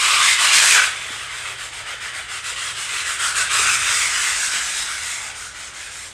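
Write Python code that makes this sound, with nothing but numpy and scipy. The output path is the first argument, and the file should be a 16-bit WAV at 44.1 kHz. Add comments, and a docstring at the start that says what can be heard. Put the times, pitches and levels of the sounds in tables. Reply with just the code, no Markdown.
"""Sandpaper is rubbed by hand over a rendered cement wall on a building site, heard in mono.
First come hard strokes close by: sand grains catch and snap, and this friction noise excites the
resonance of the hollow under the hand. Quick, light strokes follow behind a pillar, then firm ones
along a ledge, and last long ones that recede. Now and then the hand knocks on the wall.
Throughout, the bare walls reflect the work, the open air rumbles and a machine hums far off."""
import sys
import numpy as np
from scipy import signal
from scipy.fft import rfft, irfft, next_fast_len
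from scipy.io import wavfile
from scipy.ndimage import uniform_filter1d, map_coordinates

SR = 44100
rng = np.random.default_rng(int(sys.argv[2]) if len(sys.argv) > 2 else 0)


def wav_record(signal):
    """Record a signal, one row per channel, as 16-bit PCM in the file named by sys.argv[1]."""
    frames = np.transpose(np.atleast_2d(signal))
    bounded = np.clip(frames, -1, 1)
    # unit amplitude maps onto the largest positive 16-bit level
    quanta = np.round(bounded * 32767).astype(np.int16)
    wavfile.write(sys.argv[1], SR, quanta)


N = 270317

# Strokes of the hand. Each row: start in seconds, length in seconds, relative rasp level in dB,
# hiss over the rasp in dB, resonance of the hollow in Hz, its share of the rasp power at mid-stroke.
STROKE_PLAN = [ (-.043, 0.25, -17, -4, 1207, 0.16), (0.197, .14, -16, -3, 2032, 0.27),
               (0.372, .12, -16.5, -2.5, 1185, 0.13), (.503, 0.093, -14.5, -1, 2350, .12),
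               (0.595, .075, -18, 1.5, 1557, .3), (0.655, 0.094, -15, -1, 2416, 0.34),
               (0.727, 0.066, -15, -8, 1595, 0.31), (0.793, 0.072, -26.5, 1, 1550, 0),
               (0.89, 0.25, -31, -4.5, 3450, 0.14), (1.091, 0.18, -31.5, -5.5, 2970, 0.07),
               (1.28, .154, -32, -3, 3180, .04), (1.426, .1, -30.5, -5, 3190, .03),
               (1.562, .1, -31.5, -3, 3140, 0), (1.707, 0.1, -32, -4.5, 3120, 0.01),
               (1.842, .096, -29.5, -7, 1392, 0.07), (1.989, 0.096, -30.5, -5, 1990, .12),
               (2.118, 0.092, -29.5, -5.5, 2220, 0.08), (2.271, .11, -30, -3.5, 2060, 0.1),
               (2.421, 0.093, -27.5, -3, 3190, 0.03), (2.545, 0.16, -27.5, -3.5, 3210, 0.05),
               (2.739, .12, -28.5, -2.5, 2880, 0.12), (2.867, 0.15, -26, -4, 2330, 0.06),
               (3.033, .115, -26.5, -2, 1490, 0.08), (3.176, 0.12, -23, -1, 1423, 0.25),
               (3.334, 0.09, -20.5, -2.5, 1569, 0.24), (3.486, .16, -19, -1.5, 1333, 0.06),
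               (3.636, .12, -20.5, -.5, 2480, 0.23), (3.77, 0.16, -22.5, -2, 3580, .07),
               (3.856, .22, -21.5, -1, 2140, 0.17), (4.08, .25, -23, 0, 950, 0),
               (4.331, .15, -26, 2, 1542, 0.2), (4.494, 0.096, -24, -1.5, 1682, 0.02),
               (4.592, .13, -27.5, 0, 1690, 0.06), (4.719, .11, -27.5, 1, 3850, 0.1),
               (4.842, .125, -29, -2, 1464, 0.2), (4.958, .19, -30.5, 1, 2040, 0),
               (5.132, .161, -33.5, -1.5, 860, .04), (5.331, .14, -35.5, 0.5, 1458, .28),
               (5.526, .15, -36.5, -1, 1460, .14), (5.721, .15, -35.5, -1.5, 1647, .2),
               (5.888, 0.18, -38, 2, 1407, 0), ]
# Friction spectra at five places on the wall. Each row: frequency in Hz, relative density in dB.
NEAR_SPECTRUM = [(220, -29.5), (400, -21.5), (800, -16.5), (1000, -8.5), (1250, -5), (2200, 1.5), (2700, 0),
                 (3400, -2.5), (4300, -6), (6000, -9), (8400, -5), (10000, -14.5), (12000, -26),
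                 (15400, -37)]
PILLAR_SPECTRUM = [(220, -34), (400, -15), (800, -9), (1000, -6.5), (1250, -1), (2200, 3), (2700, -1.5),
                   (3400, -4.5), (4300, -13.5), (6000, -16.5), (8400, -12), (10000, -20.5), (12000, -33),
                   (15400, -45)]
CORNER_SPECTRUM = [(220, -39), (400, -22), (800, -19), (1000, -13.5), (1250, -3), (2200, -3.5), (2700, -5),
                   (3400, -7), (4300, -6.5), (6000, -6.5), (8400, -0.5), (10000, -10.5), (12000, -24),
                   (15400, -33)]
LEDGE_SPECTRUM = [(220, -28), (400, -21), (800, -16.5), (1000, -11), (1250, -1), (2200, 2), (2700, -0.5),
                  (3400, -6), (4300, -11), (6000, -9.5), (8400, -6), (10000, -18), (12000, -29),
                  (15400, -36)]
FAR_SPECTRUM = [(220, -24.5), (400, -28), (800, -14.5), (1000, -9), (1250, -3.5), (2200, 1.5), (2700, -5),
                (3400, -4.5), (4300, -8), (6000, -7.5), (8400, -3.5), (10000, -14), (12000, -26.5),
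                (15400, -36)]
# Moves from each place to the next. Each row: midpoint in seconds, duration in seconds.
HAND_MOVES = [(.87, 0.093), (2.48, 0.95), (3.6, 0.076), (4.6, 0.54)]
# Faint resonances of the stiff sheet. Each row: centre in Hz, width in Hz, boost in dB.
SHEET_MODES = [(3550, 230, 1), (4950, 170, 2)]
# Knocks of the hand on the wall. Each row: start in seconds, relative level in dB, pitch in Hz.
HAND_KNOCKS = [(1.103, -30, 291), (1.939, -30, 529.7), (2.522, -31, 490.3), (3.594, -22, 437),
               (4.536, -32, 484)]
# Reflection off the neighbouring wall face. Each row: time in seconds, delay in ms, relative amplitude.
WALL_REFLECTION = [(0, .65, 0), (2.4, 0.65, 0.07), (2.9, 0.46, 0), (3.5, 0.78, 0.18), (4.0, 0.85, 0.12),
                   (4.5, 1.24, 0.12), (5.05, 1.46, 0.15), (6.1, 1.6, .03)]
# Reverberation of the yard. Each row: frequency in Hz, time to fall 60 dB in seconds.
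YARD_DECAY = [(200, 0.89), (2000, 0.17), (10000, 0.017)]
# Tones of the distant machine. Each row: frequency in Hz, base level in dB.
HUM_TONES = [(86.5, -61.5), (120, -56), (180, -69)]
# Rise and fall of the hum. Each row: time in seconds, gain in dB.
HUM_GAIN = [(0, -1), (3, -1), (3.8, 4), (4.5, -18), (6.1, -6)]
# Spectrum of the outdoor rumble. Each row: frequency in Hz, relative density in dB.
AIR_SPECTRUM = [(20, -18), (35, -8), (55, 3), (85, -0.5), (140, -10), (220, -14), (500, -9.5), (1000, -9),
                (4000, -11.5), (15000, -51)]
# Strength of the outdoor rumble. Each row: time in seconds, level in dB.
RUMBLE_LEVEL = [(0, -45.5), (2.8, -46), (3.6, -40), (4.4, -43), (6.1, -45)]
# Stroke envelopes. Each gives: attack in seconds, swell in dB, release in dB per second.
RASP_ENVELOPE = (.013, 2.9, 113)
GRIT_ENVELOPE = (0.018, 3.15, 147)


def sanding(split_hz=4000, fizz_hz=10500, rasp_trim_db=-0.13, grit_trim_db=0.24, fizz_db=0.5):
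    """Sliding friction makes broadband noise: a rasp from the sheet, hiss and fizz from the grit."""
    rasp_gain, hiss_gain, fizz_gain, hollow = strokes()
    low = lambda hz: 1 / np.sqrt(1 + (hz / split_hz) ** 12)
    high = lambda hz: np.sqrt(1 - low(hz) ** 2)
    sheet = on_wall(flicker(grains(1800, spread_db=3, fine_share=0.58), depth_db=2.0, bins=6), low)
    grit = on_wall(flicker(grains(4000, spread_db=1, fine_share=.62), depth_db=1.5, bins=9), high)
    hiss = filtered(grit, lambda hz: 1 / (1 + (hz / fizz_hz) ** 16))
    scratch = hiss_gain * hiss + amp(fizz_db) * fizz_gain * (grit - hiss)
    # stick-slip over bumps in the render shakes all bands together
    judder = amp(-0.17 * wobble(110))
    return judder * (amp(rasp_trim_db) * (rasp_gain * sheet + hollow) + amp(grit_trim_db) * scratch)


def strokes(hollow_width_hz=140, hollow_wander=.02, fizz_exponent=1.36):
    """Incoherent strokes add in power. 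Returns rasp, hiss and fizz gains and the hollow's ringing."""
    t = np.arange(N) / SR
    rasp, hiss, fizz, hollow = np.zeros((4, N))
    # a resonance driven by noise is a carrier with two slow, random components in quadrature
    narrow = lambda hz: 1 / (1 + (hz / hollow_width_hz) ** 2)
    in_phase, quadrature = [unit(filtered(rng.standard_normal(N), narrow)) for _ in range(2)]
    clock = np.cumsum(1 + hollow_wander * wobble(25)) / SR  # the hollow changes shape a little
    for start, length, db, grit_db, hz, share in STROKE_PLAN:
        now = slice(*np.searchsorted(t, [start, start + length + .5]))
        age = t[now] - start
        power = (amp(db) * envelope(age, length, RASP_ENVELOPE)) ** 2
        ring_share = np.clip(share * (.5 + np.minimum(age / length, 1)), 0, 1)
        phase = 2 * np.pi * (hz * clock[now] + rng.random())
        ring = in_phase[now] * np.cos(phase) + quadrature[now] * np.sin(phase)
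        hollow[now] += np.sqrt(ring_share * power) * ring
        rasp[now] += (1 - ring_share) * power
        force = envelope(age, length, GRIT_ENVELOPE)
        hiss[now] += (amp(db + grit_db) * force) ** 2
        fizz[now] += (amp(db + grit_db) * force ** fizz_exponent) ** 2
    return np.sqrt(rasp), np.sqrt(hiss), np.sqrt(fizz), hollow


def envelope(age, length, shape, lean_db=5, drag_db=-16.5, drag_fall_db_per_s=57):
    """Friction noise grows with speed and pressure, then fades to a light drag as the hand turns."""
    attack_s, swell_db, release_db_per_s = shape
    hold = 1 - np.exp(-(age / attack_s) ** 2)
    progress = np.clip(age / length, 0, 1)
    speed = np.sin(np.pi * progress)
    after = np.maximum(age - length, 0)
    release = np.maximum(amp(-release_db_per_s * after), amp(drag_db - drag_fall_db_per_s * after))
    return hold * amp(swell_db * (speed - 1) + lean_db * (progress - .5)) * release


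def grains(per_second, spread_db, fine_share):
    """Shot noise: coarse grains snap at random instants, while fine ones merge into an even hiss."""
    caught = rng.random(N) < per_second / SR
    polarity = rng.choice([-1, 1], N)
    size = amp(spread_db * np.clip(rng.standard_normal(N), -2, 2))
    snaps = unit(caught * polarity * size)
    return np.sqrt(1 - fine_share) * snaps + np.sqrt(fine_share) * rng.standard_normal(N)


def flicker(x, depth_db, bins):
    """Random amplitude modulation, smooth over frequency and time, makes the timbre flicker."""
    spectra = signal.stft(x, nperseg=1024)[2]
    field = uniform_filter1d(rng.standard_normal(spectra.shape), size=bins, axis=0)
    field = uniform_filter1d(field, size=7, axis=1)
    return signal.istft(spectra * amp(depth_db * unit(field)), nperseg=1024)[1][:N]


def on_wall(force, band):
    """Source and filter: one band of the friction force takes the colour of each place in turn."""
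    t = np.arange(N) / SR
    places = NEAR_SPECTRUM, PILLAR_SPECTRUM, CORNER_SPECTRUM, LEDGE_SPECTRUM, FAR_SPECTRUM
    sound, *later = [unit(filtered(force, lambda hz: amp(along(place, hz)) * sheet_gain(hz) * band(hz)))
                     for place in places]
    for (midpoint, duration), there in zip(HAND_MOVES, later):
        crossfade = np.clip(.5 + (t - midpoint) / duration, 0, 1)
        sound = sound + crossfade * (there - sound)
    return sound


def sheet_gain(hz):
    """Resonance of the stiff sheet lifts a narrow band around each mode."""
    return amp(sum(db / (1 + (2 * (hz - centre) / width) ** 2) for centre, width, db in SHEET_MODES))


def knocks(t60_s=0.025, attack_s=0.0023, gain_db=3):
    """Each impact of the hand excites a damped oscillation, heard as a dull thud."""
    thuds = np.zeros(N)
    for start, db, hz in HAND_KNOCKS:
        age = np.maximum(np.arange(N) / SR - start, 0)
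        rise = 1 - np.exp(-age / attack_s)
        thuds += amp(db + gain_db - 60 * age / t60_s) * rise * np.sin(2 * np.pi * hz * age)
    return thuds


def wall_bounce(x):
    """Interference with a close reflection forms a comb, which sweeps down as the path lengthens."""
    delay_ms, strength = curves(WALL_REFLECTION)
    reflected = map_coordinates(x, [np.arange(N) - delay_ms * SR / 1000], order=3)
    return (x + strength * reflected) / np.sqrt(1 + strength ** 2)


def yard(x):
    """Reverberation between the bare walls decays exponentially, the treble first."""
    hz, t, spectra = signal.stft(rng.standard_normal(SR // 2), SR, nperseg=256)
    decay = amp(-60 * t / along(YARD_DECAY, hz)[:, None])
    tail = signal.istft(spectra * decay, SR, nperseg=256)[1]
    return signal.fftconvolve(x, tail / np.linalg.norm(tail))[:N]


def machine_hum(waver_db=3.0, drift_rad=0.21):
    """Slow modulation of amplitude and phase makes the distant machine's tones unsteady."""
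    t = np.arange(N) / SR
    hum = np.zeros(N)
    for hz, db in HUM_TONES:
        amplitude = np.sqrt(2) * amp(db + waver_db * wobble(3.64))
        hum += amplitude * np.sin(2 * np.pi * hz * t + drift_rad * wobble(4.4))
    return amp(curves(HUM_GAIN)[0]) * hum


def open_air():
    """Ambient noise with its greatest density in the bass is heard as a low rumble."""
    rumble = unit(filtered(rng.standard_normal(N), lambda hz: amp(along(AIR_SPECTRUM, hz))))
    return amp(curves(RUMBLE_LEVEL)[0]) * rumble


def amp(db):
    """Amplitude ratio of a level in decibels."""
    return 10 ** (np.asarray(db) / 20)


def unit(x):
    """Normalisation to an rms of 1."""
    return x / np.sqrt(np.mean(x ** 2) + 1e-20)


def along(points, hz):
    """Interpolation of (Hz, value) points on a logarithmic frequency axis."""
    frequencies, values = np.transpose(points)
    return np.interp(np.log(hz + 1), np.log(frequencies + 1), values)


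def curves(rows):
    """Linear interpolation, sample by sample, of each column after the time."""
    times, *columns = np.transpose(rows)
    return [np.interp(np.arange(N) / SR, times, column) for column in columns]


def wobble(rate):
    """Spline interpolation through random knots, rate of them a second."""
    return map_coordinates(rng.standard_normal(int(N * rate / SR) + 4), [np.arange(N) * rate / SR])


def filtered(x, response):
    """Linear filtering: the spectrum is multiplied by a frequency response."""
    padded = next_fast_len(N + SR // 2)
    return irfft(rfft(x, padded) * response(np.fft.rfftfreq(padded, 1 / SR)), padded)[:N]


def scene(yard_db=-17):
    """Superposition of the work, its reverberation and the background, alike in both channels."""
    work = wall_bounce(sanding() + knocks())
    return np.tile(work + amp(yard_db) * yard(work) + machine_hum() + open_air(), (2, 1))


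def record(dry, ceiling=0.82, top_hz=15480):
    """Soft saturation rounds the highest peaks, and a band limit removes the extreme treble."""
    rounded = dry / (1 + np.abs(dry / ceiling) ** 8) ** (1 / 8)
    return np.array([filtered(channel, lambda hz: hz < top_hz) for channel in rounded])


dry = scene()
out = record(dry)
wav_record(out)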